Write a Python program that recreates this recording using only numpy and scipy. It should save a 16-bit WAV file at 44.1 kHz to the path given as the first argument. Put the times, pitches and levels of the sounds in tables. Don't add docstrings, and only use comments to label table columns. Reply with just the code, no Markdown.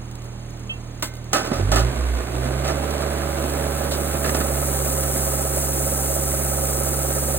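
import sys
import numpy as np
from scipy import signal
from scipy.fft import rfft, irfft, next_fast_len
from scipy.io import wavfile
from scipy.ndimage import map_coordinates

SR = 44100
rng = np.random.default_rng(int(sys.argv[2]) if len(sys.argv) > 2 else 0)


def put_to_file(sound):
    columns = np.atleast_2d(sound).T
    safe = np.clip(columns, -1, 1)
    whole_steps = np.round(safe * 32767)
    wavfile.write(sys.argv[1], SR, whole_steps.astype(np.int16))


N = 325458
T = np.arange(N) / SR

# f/Hz, level/dB
NEAR_INSECT = [(5800, -71), (6450, -1), (6680, 0), (6950, -10), (7600, -48)]
FAR_INSECT = [(8300, -28), (8900, -4), (9150, -1), (9400, -7), (10000, -40)]

# t/s, level/dB, t60/s
BAG_CREASES = [(.112, -38.5, .025), (.1545, -32, .014), (.22, -39.5, .016), (.239, -46, .15),
               (.503, -44, .05), (.572, -42, .014), (.595, -39.5, .012), (.996, -44.5, .08),
               (1.138, -40, .04), (1.153, -40, .03), (1.167, -41, .04), (1.243, -38, .016),
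               (2.906, -29, .05), (3.012, -28, .03), (3.026, -32, .03), (3.497, -30, .04)]
# f/Hz, level/dB
CREASE_COLOUR = [(4000, -1), (8000, -4.5), (15000, -7)]
SLEEVE_COLOUR = [(2400, -10), (3400, 2), (4800, 2), (7000, -4), (15000, -8)]

# f/Hz, level/dB
LINKAGE_COLOUR = [(200, -4), (400, 6), (700, 4.5), (1300, 5.5), (2000, 2), (3000, 1), (4500, 1),
                  (8500, -0.5), (11000, -4), (15500, -2.5)]
# f/Hz, level/dB, t60/s
LEVER_MODES = [(950, 12, .07), (1300, 13, .08), (1530, -4, 0.72), (2090, 0.5, 0.55), (3000, -1, 0.3),
               (3700, -1, 0.3)]
SQUEAK_MODES = [(2690, -17.5, 0.15), (3170, -14.5, 0.098)]

# t/s, firing rate/Hz
ENGINE_SPEED = [(0, 39.6), (1.51, 39.4), (1.7, 52.4), (1.93, 65.6), (2.21, 59), (2.5, 65.8), (2.82, 71.5),
                (4.21, 71.2), (4.6, 69.05), (7.38, 69)]
# t/s, fuel/0-1
GOVERNOR = [(1.52, 0.78), (1.63, 1), (1.72, 1), (1.85, 1), (2.0, 0.16), (2.15, 0.17), (2.25, 0.45),
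            (2.36, 0.71), (2.9, 0.67), (4.22, 0.67), (4.36, 0.72), (5.1, 0.67)]
# f/Hz, level/dB
BLOCK_COLOUR = [(70, -7), (180, -14), (300, -9), (550, -15), (950, -17.5), (1600, -24), (2400, -25),
                (5000, -29.5), (10000, -36.5), (15500, -42)]
PUFF_COLOUR = [(50, 0), (110, -2), (200, -3), (300, -13.5)]
# f/Hz, level/dB
SILENCER_RESPONSE = [(79, -37.5), (95, -19), (106, -25.5), (117, -24.5), (131, -20.5), (138, -24),
                     (143, -27), (157, -26), (175, -30), (210, -30.5)]
# f/firing rate, idle level/dB, working level/dB
WEAK_ORDERS = [(2 / 3, -66, -55), (4 / 3, -70, -51), (5 / 3, -59, -51), (4, -53, -58), (5, -49, -48),
               (6, -53.5, -42)]

# t/s, level/dB, t60/s
DRIVE_CLANKS = [(1.3295, -11, 0.3), (1.44, -24, .3), (1.53, -22.5, .35), (1.715, -13.5, 0.25),
                (1.757, -12.5, 0.18), (1.778, -17.5, .17), (2.645, -22.5, .25), (2.675, -19, .2),
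                (4.345, -15, 0.08)]
# t/s, level/dB
SCREW_KNOCKS = [(1.433, -22), (1.473, -21.5), (1.506, -24), (1.515, -13.5), (1.596, -17.5), (2.835, -22),
                (3.56, -23), (4.148, -20), (4.246, -19), (4.273, -20), (4.292, -17.5), (4.347, -20),
                (4.405, -20)]
LOAD_CLACKS = [(4.243, -21), (4.25, -24), (4.258, -22.5), (4.277, -26), (4.291, -20.5), (4.402, -22.5),
               (4.411, -24.5)]
# f/Hz, level/dB
PANEL_COLOUR = [(150, -2), (300, 2.5), (550, -5), (800, 7), (1000, -11), (1400, -2.5), (2000, -8),
                (3200, -7), (4200, -9), (5400, -6), (8000, -21), (11000, -30), (15500, -30)]
JOLT_COLOUR = [(500, 1.5), (800, 1), (1500, 1.5), (15000, 0)]
CLASH_COLOUR = [(2500, -3.5), (5400, 5), (8500, 1), (15000, -5.5)]
THUD_COLOUR = [(180, 3), (370, 2.5), (470, -2.5), (600, 1), (900, -14)]
# f/Hz, level/dB
CLACK_COLOUR = [(700, -11), (1050, -11), (1270, 5), (1500, -3), (1720, -1), (2100, -12.5), (2400, -15),
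                (2650, -6.5), (3200, -18), (4500, -11), (9000, -21)]
GEAR_COLOUR = [(180, -1), (250, 4.5), (400, 1.5), (540, 1), (650, -.5), (950, -7.5), (1400, -4.5),
               (2000, -10.5), (3000, -14.5), (4000, -15.5), (6500, -20), (9000, -20.5), (15500, -40)]
# f/Hz, level/dB, t60/s
SHAFT_MODES = [(800, -17, .18), (1290, -31, .5), (1490, -29, .8), (1560, -33, .8), (2560, -29, .45),
               (2950, -30, .3)]
# f/Hz, width/Hz, level/dB
HOUSING_MODES = [(241, 12, 10), (305, 18, 7.5), (366, 20, 5), (545, 20, 8), (630, 45, 5), (775, 35, 3),
                 (974, 45, -3), (1270, 90, 2), (1480, 35, -1), (1730, 80, -6), (2050, 60, -8),
                 (2555, 55, -8), (2950, 30, -10)]

# f/Hz, level/dB
GRAIN_COLOUR = [(3000, -9), (4000, -4), (4700, 2), (5500, 5.5), (7000, 10.2), (8500, 11.7), (10500, 12.8),
                (12000, 12.3), (14000, 12), (15500, 7.5)]
TUBE_COLOUR = [(170, -17), (210, -4), (350, -1.5), (460, -8), (550, -8), (650, -11), (790, -15.5),
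               (920, -8.5), (1300, -31), (1800, -19), (2500, -25), (3500, -27)]
# f/turn rate, level/dB
SPROCKET_TONES = [(15, -20), (19, -18)]
# f/Hz, width/Hz, level/dB, lag/turns, tone's f/turn rate, tone's power share/0-1
WALL_MODES = [(545, 100, -8, .025, 32, .6), (650, 110, -12.5, -.07, 38, .25), (785, 90, -11.5, .23, 46, .4),
              (1295, 170, -14.5, .12, 76, .2)]

# f/Hz, likeness/0-1
STEREO_LIKENESS = [(100, .99), (450, .95), (900, .8), (1400, .5), (2300, .25), (3200, .7), (4000, .45),
                   (4700, .93), (5250, .997), (5700, .99), (6700, .72), (8600, .98), (10200, .7),
                   (11300, .99), (12300, .99), (13300, .65), (14500, .98)]
# f/Hz, level/dB
STEREO_BALANCE = [(60, -4.6), (150, -4), (300, -6), (600, -8), (1300, -7), (2200, -5.5), (3500, -1),
                  (5000, 0)]
# f/Hz, phase/rad
STEREO_LEAD = [(100, 0), (300, -.4), (550, -1.1), (950, -1.6), (1400, 0), (2000, -.1), (2600, -3),
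               (4000, -3.7), (4700, -3.35), (5300, -3.15), (5700, -3.1), (7000, -1.6), (8000, 0),
               (9600, .1), (11300, 3.1), (12500, 3.2), (14200, 6.2)]

CLUTCH_S, ENGAGE_S = 1.304, .031
TUBE_FULL_S, SETTLE_S, CHUG_DB = 4.2, .4, 2.6
TURNS_PER_FIRING = .2451


def amp(db):
    return 10 ** (np.asarray(db) / 20)


def unit(x):
    return x / np.sqrt(np.mean(x ** 2) + 1e-20)


def along(points, hz):
    f, v = np.transpose(points)
    return np.interp(np.log(hz + 1), np.log(f + 1), v)


def curve(points):
    return np.interp(T, *np.transpose(points))


def ramp(start_s, length_s):
    return np.clip((T - start_s) / length_s, 0, 1)


def wobble(rate):
    return map_coordinates(rng.standard_normal(int(N * rate / SR) + 4), [T * rate])


def throb(turns, depth_db):
    return unit(amp(depth_db * np.cos(2 * np.pi * turns)))


def filtered(x, response):
    size = next_fast_len(N + 8192)
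    return irfft(rfft(x, size) * response(np.fft.rfftfreq(size, 1 / SR)), size)[..., :N]


def resonance(f, hz, width):
    return 1j * f * width / (hz * hz - f * f + 1j * f * width)


def body(x, colour):
    size = 4096
    hz = np.fft.rfftfreq(size, 1 / SR)
    low_cut = 1 + (.6 * colour[0][0] / (hz + 1)) ** 4
    high_cut = 1 + (hz / colour[-1][0] / 1.4) ** 4
    gain = amp(along(colour, hz)) / low_cut / high_cut
    cepstrum = irfft(np.log(unit(gain) + 1e-6))
    cepstrum[1:size // 2] *= 2
    cepstrum[size // 2 + 1:] = 0
    return signal.fftconvolve(x, irfft(np.exp(rfft(cepstrum)))[None], axes=1)[:, :N]


def spread(pair):
    def weights(hz):
        angle = np.arccos(np.clip(along(STEREO_LIKENESS, hz), -1, 1)) / 2
        return np.array([np.cos(angle), np.sin(angle)])
    mid, side = filtered(pair, weights)
    return np.array([mid + side, mid - side])


def noise():
    return spread(rng.standard_normal((2, N)))


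def impacts(rate, scatter_db):
    hits = (rng.random((2, N)) < rate / SR) * rng.standard_normal((2, N))
    return unit(spread(hits * amp(scatter_db * rng.standard_normal((2, N)))))


def repeats(rows, gap_s, loss_db, count):
    return [(s + k * gap_s, db - k * loss_db) for s, db in rows for k in range(count)]


def bursts(rows, t60, attack):
    rows, t, power = list(rows), np.arange(SR) / SR, np.zeros(N + SR)
    for (s, db), life in zip(rows, np.broadcast_to(t60, len(rows))):
        power[int(s * SR):][:SR] += (amp(db - 60 * t / life) * (1 - np.exp(-t / attack))) ** 2
    return np.sqrt(power[:N])


def ring(start_s, modes, attack):
    out = 0
    for hz, db, t60 in modes:
        phase = rng.uniform(0, 2 * np.pi) + .55 * wobble(130)
        out += bursts([(start_s, db)], t60, attack) * np.sin(2 * np.pi * hz * T + phase)
    return out


def insects(wing_hz=29.1):
    strokes = wing_hz * T + .5 + .04 * wobble(3.7)
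    near = body(noise() * throb(strokes, depth_db=8), NEAR_INSECT)
    far = body(noise(), FAR_INSECT)
    return amp(-56 + .5 * wobble(4)) * near + amp(-69 + 2 * wobble(5)) * far


def bag():
    s, db, t60 = np.transpose(BAG_CREASES)
    creases = bursts(zip(s, db), t60, attack=.0002) * impacts(rate=14000, scatter_db=2)
    scrape = bursts([(3.908, -19)], t60=.16, attack=.015) * impacts(rate=5000, scatter_db=1.5)
    return body(creases, CREASE_COLOUR) + body(scrape, SLEEVE_COLOUR)


def housing(x):
    def response(f):
        gain = sum((-1) ** k * amp(db) * resonance(f, hz, width)
                   for k, (hz, width, db) in enumerate(HOUSING_MODES))
        return gain / np.sqrt(np.mean(abs(gain) ** 2))
    return filtered(x, response)


def lever():
    contact = [(1.0238, -19.5)]
    chatter = repeats(contact, gap_s=.016, loss_db=5.5, count=4)
    strike = bursts(chatter, t60=.1, attack=.0007) * noise()
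    strike += bursts(contact, t60=.05, attack=.0004) * noise()
    snap = body(strike, LINKAGE_COLOUR) + amp(-12) * housing(strike)
    ringing = amp(-38 + 2.4 * wobble(41.1)) * ring(1.025, LEVER_MODES, attack=.00089)
    return snap + ringing + ring(.693, SQUEAK_MODES, attack=.012)


def engine_block():
    return amp(-41.5) * body(noise(), BLOCK_COLOUR)


def exhaust(firings, balanced_fuel=.53, corner_hz=53.7):
    speed, fuel = curve(ENGINE_SPEED), curve(GOVERNOR)
    work = np.clip((speed - 40) / 30, 0, 1)
    fuel_db = -23 * (1 - fuel)
    crank = 2 * np.pi * firings
    boom = (fuel - balanced_fuel) * np.cos(crank) + .088 * np.sin(crank)
    boom_db = -12.5 - 1.16 * np.maximum(corner_hz - speed, 0)
    tones = amp(boom_db + .3 * wobble(18)) * boom
    for order, lag, loss_db in (2, 1 / 8, 0), (3, 1 / 4, 7):
        db = along(SILENCER_RESPONSE, order * speed) + fuel_db - loss_db
        tones += amp(db + .56 * wobble(23)) * np.cos(2 * np.pi * (order * firings - lag))
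    for order, idle_db, work_db in WEAK_ORDERS:
        db = idle_db + work * (work_db - idle_db) + 3.2 * wobble(8.8)
        tones += amp(db) * np.cos(2 * np.pi * (order * firings + rng.random()))
    puffs = amp(-46.5 + fuel_db) * body(noise() * throb(firings, depth_db=4.5), PUFF_COLOUR)
    return np.sqrt(2) * tones + puffs


def clanks():
    s, db, t60 = np.transpose(DRIVE_CLANKS)
    blows = repeats(zip(s, db), gap_s=.02, loss_db=5, count=2)
    lives = np.repeat(t60, 2)
    knocks = bursts(SCREW_KNOCKS, t60=.06, attack=.00078)
    jolt = np.hypot(bursts(blows, lives, attack=.0011), amp(-5) * knocks)
    clang = body(amp(-7.5) * jolt * noise(), PANEL_COLOUR)
    ringing = housing(body(amp(-5) * jolt * noise(), JOLT_COLOUR))
    clash = amp(-11.5) * bursts(blows, lives, attack=.0063) * impacts(rate=2500, scatter_db=1)
    crack_db = -15.5 + 2.6 * (db - db.max())
    crack = bursts(zip(s + .002, crack_db), t60=.05, attack=.0003) * noise()
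    thud = np.hypot(amp(-15) * bursts(blows, t60=.16, attack=.0011), knocks) * noise()
    shaft = ring(s[0], SHAFT_MODES, attack=.002)
    return clang + ringing + shaft + body(clash + crack, CLASH_COLOUR) + body(thud, THUD_COLOUR)


def clacks():
    return body(bursts(LOAD_CLACKS, t60=.07, attack=.001) * noise(), CLACK_COLOUR)


def drive(firings):
    rattle = amp(-3) * (noise() + impacts(rate=1200, scatter_db=1))
    rattle *= throb(firings, depth_db=1.5) * throb(firings / 4, depth_db=.6) * amp(.8 * wobble(40))
    speed = curve(ENGINE_SPEED)
    speed_db = .17 * (speed - speed[-1])
    damping_db = 4 * ramp(3.7, length_s=2.2)
    level = ramp(CLUTCH_S, ENGAGE_S) * amp(-28 + speed_db - damping_db)
    gears = amp(-1) * unit(body(rattle, GEAR_COLOUR))
    ringing = amp(-12) * unit(housing(rattle[::-1]))
    return level * (gears + ringing)


def grain(fill_s=3.55):
    kernels = amp(-5) * noise() + amp(-2) * impacts(rate=6000, scatter_db=3)
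    level_db = -25.8 - 26 * (1 - ramp(CLUTCH_S, fill_s)) + .53 * wobble(14)
    return ramp(CLUTCH_S, ENGAGE_S) * amp(level_db) * body(kernels, GRAIN_COLOUR)


def rubbing(turns, size=2600):
    surface = rng.standard_normal((2, size))
    passes = [np.interp(turns * size % size, np.arange(size), row) for row in surface]
    return unit(spread(np.array(passes)))


def tube_wall(turns, angle, load):
    out = 0
    for hz, width, db, lag, multiple, share in WALL_MODES:
        scrape = amp(-8) * rubbing(turns) + amp(-1) * impacts(rate=2500, scatter_db=1)
        rasp = unit(filtered(scrape, lambda f: abs(resonance(f, hz, width)) ** 2))
        song = np.sqrt(2) * np.sin(2 * np.pi * multiple * turns + .4 * wobble(6))
        lean = throb(angle - lag, depth_db=1.2 + CHUG_DB * load) * amp(1.2 * wobble(17))
        out += amp(db) * lean * (np.sqrt(1 - share) * rasp + np.sqrt(share) * song)
    return out


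def chug(angle, load, lead_turns=.083):
    strikes = np.diff(np.floor(angle + lead_turns), prepend=0).clip(0, 1) * amp(2 * wobble(17))
    knock = unit(filtered(strikes, lambda f: resonance(f, hz=575, width=65) ** 2))
    return amp(-10.6 - CHUG_DB * (1 - load)) * knock


def auger(firings):
    turns = firings * TURNS_PER_FIRING
    load = ramp(TUBE_FULL_S, SETTLE_S)
    angle = turns + .37 + .16 * (1 - load)
    knocks = amp(-5) * rubbing(turns) + amp(-2) * impacts(rate=1500, scatter_db=1)
    rumble = amp(-7.5) * unit(body(knocks * throb(firings, depth_db=-3.5), TUBE_COLOUR))
    sprockets = 0
    for teeth, db in SPROCKET_TONES:
        level = amp(db + 1.5 * wobble(5))
        sprockets += level * np.sin(2 * np.pi * (teeth * turns + rng.random()) + .3 * wobble(6))
    fuel = curve(GOVERNOR)
    strain_db = 17 * (fuel - fuel[-1])
    level_db = -28 - 21.5 * (1 - ramp(CLUTCH_S, length_s=1.4)) + strain_db
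    return amp(level_db) * (tube_wall(turns, angle, load) + chug(angle, load) + rumble + sprockets)


def scene():
    firings = np.cumsum(curve(ENGINE_SPEED)) / SR
    diesel = exhaust(firings) + engine_block()
    unloading = drive(firings) + auger(firings) + grain() + clanks() + clacks()
    return diesel + unloading + lever() + bag() + insects()


def record(dry, top_hz=15900):
    sides = np.array([[.5], [-.5]])

    def microphones(hz):
        gain = amp(sides * along(STEREO_BALANCE, hz))
        gain /= np.sqrt(np.mean(gain ** 2, axis=0))
        return gain * np.exp(1j * sides * along(STEREO_LEAD, hz)) * (hz < top_hz)
    return filtered(dry, microphones)


dry = scene()
out = record(dry)
put_to_file(out)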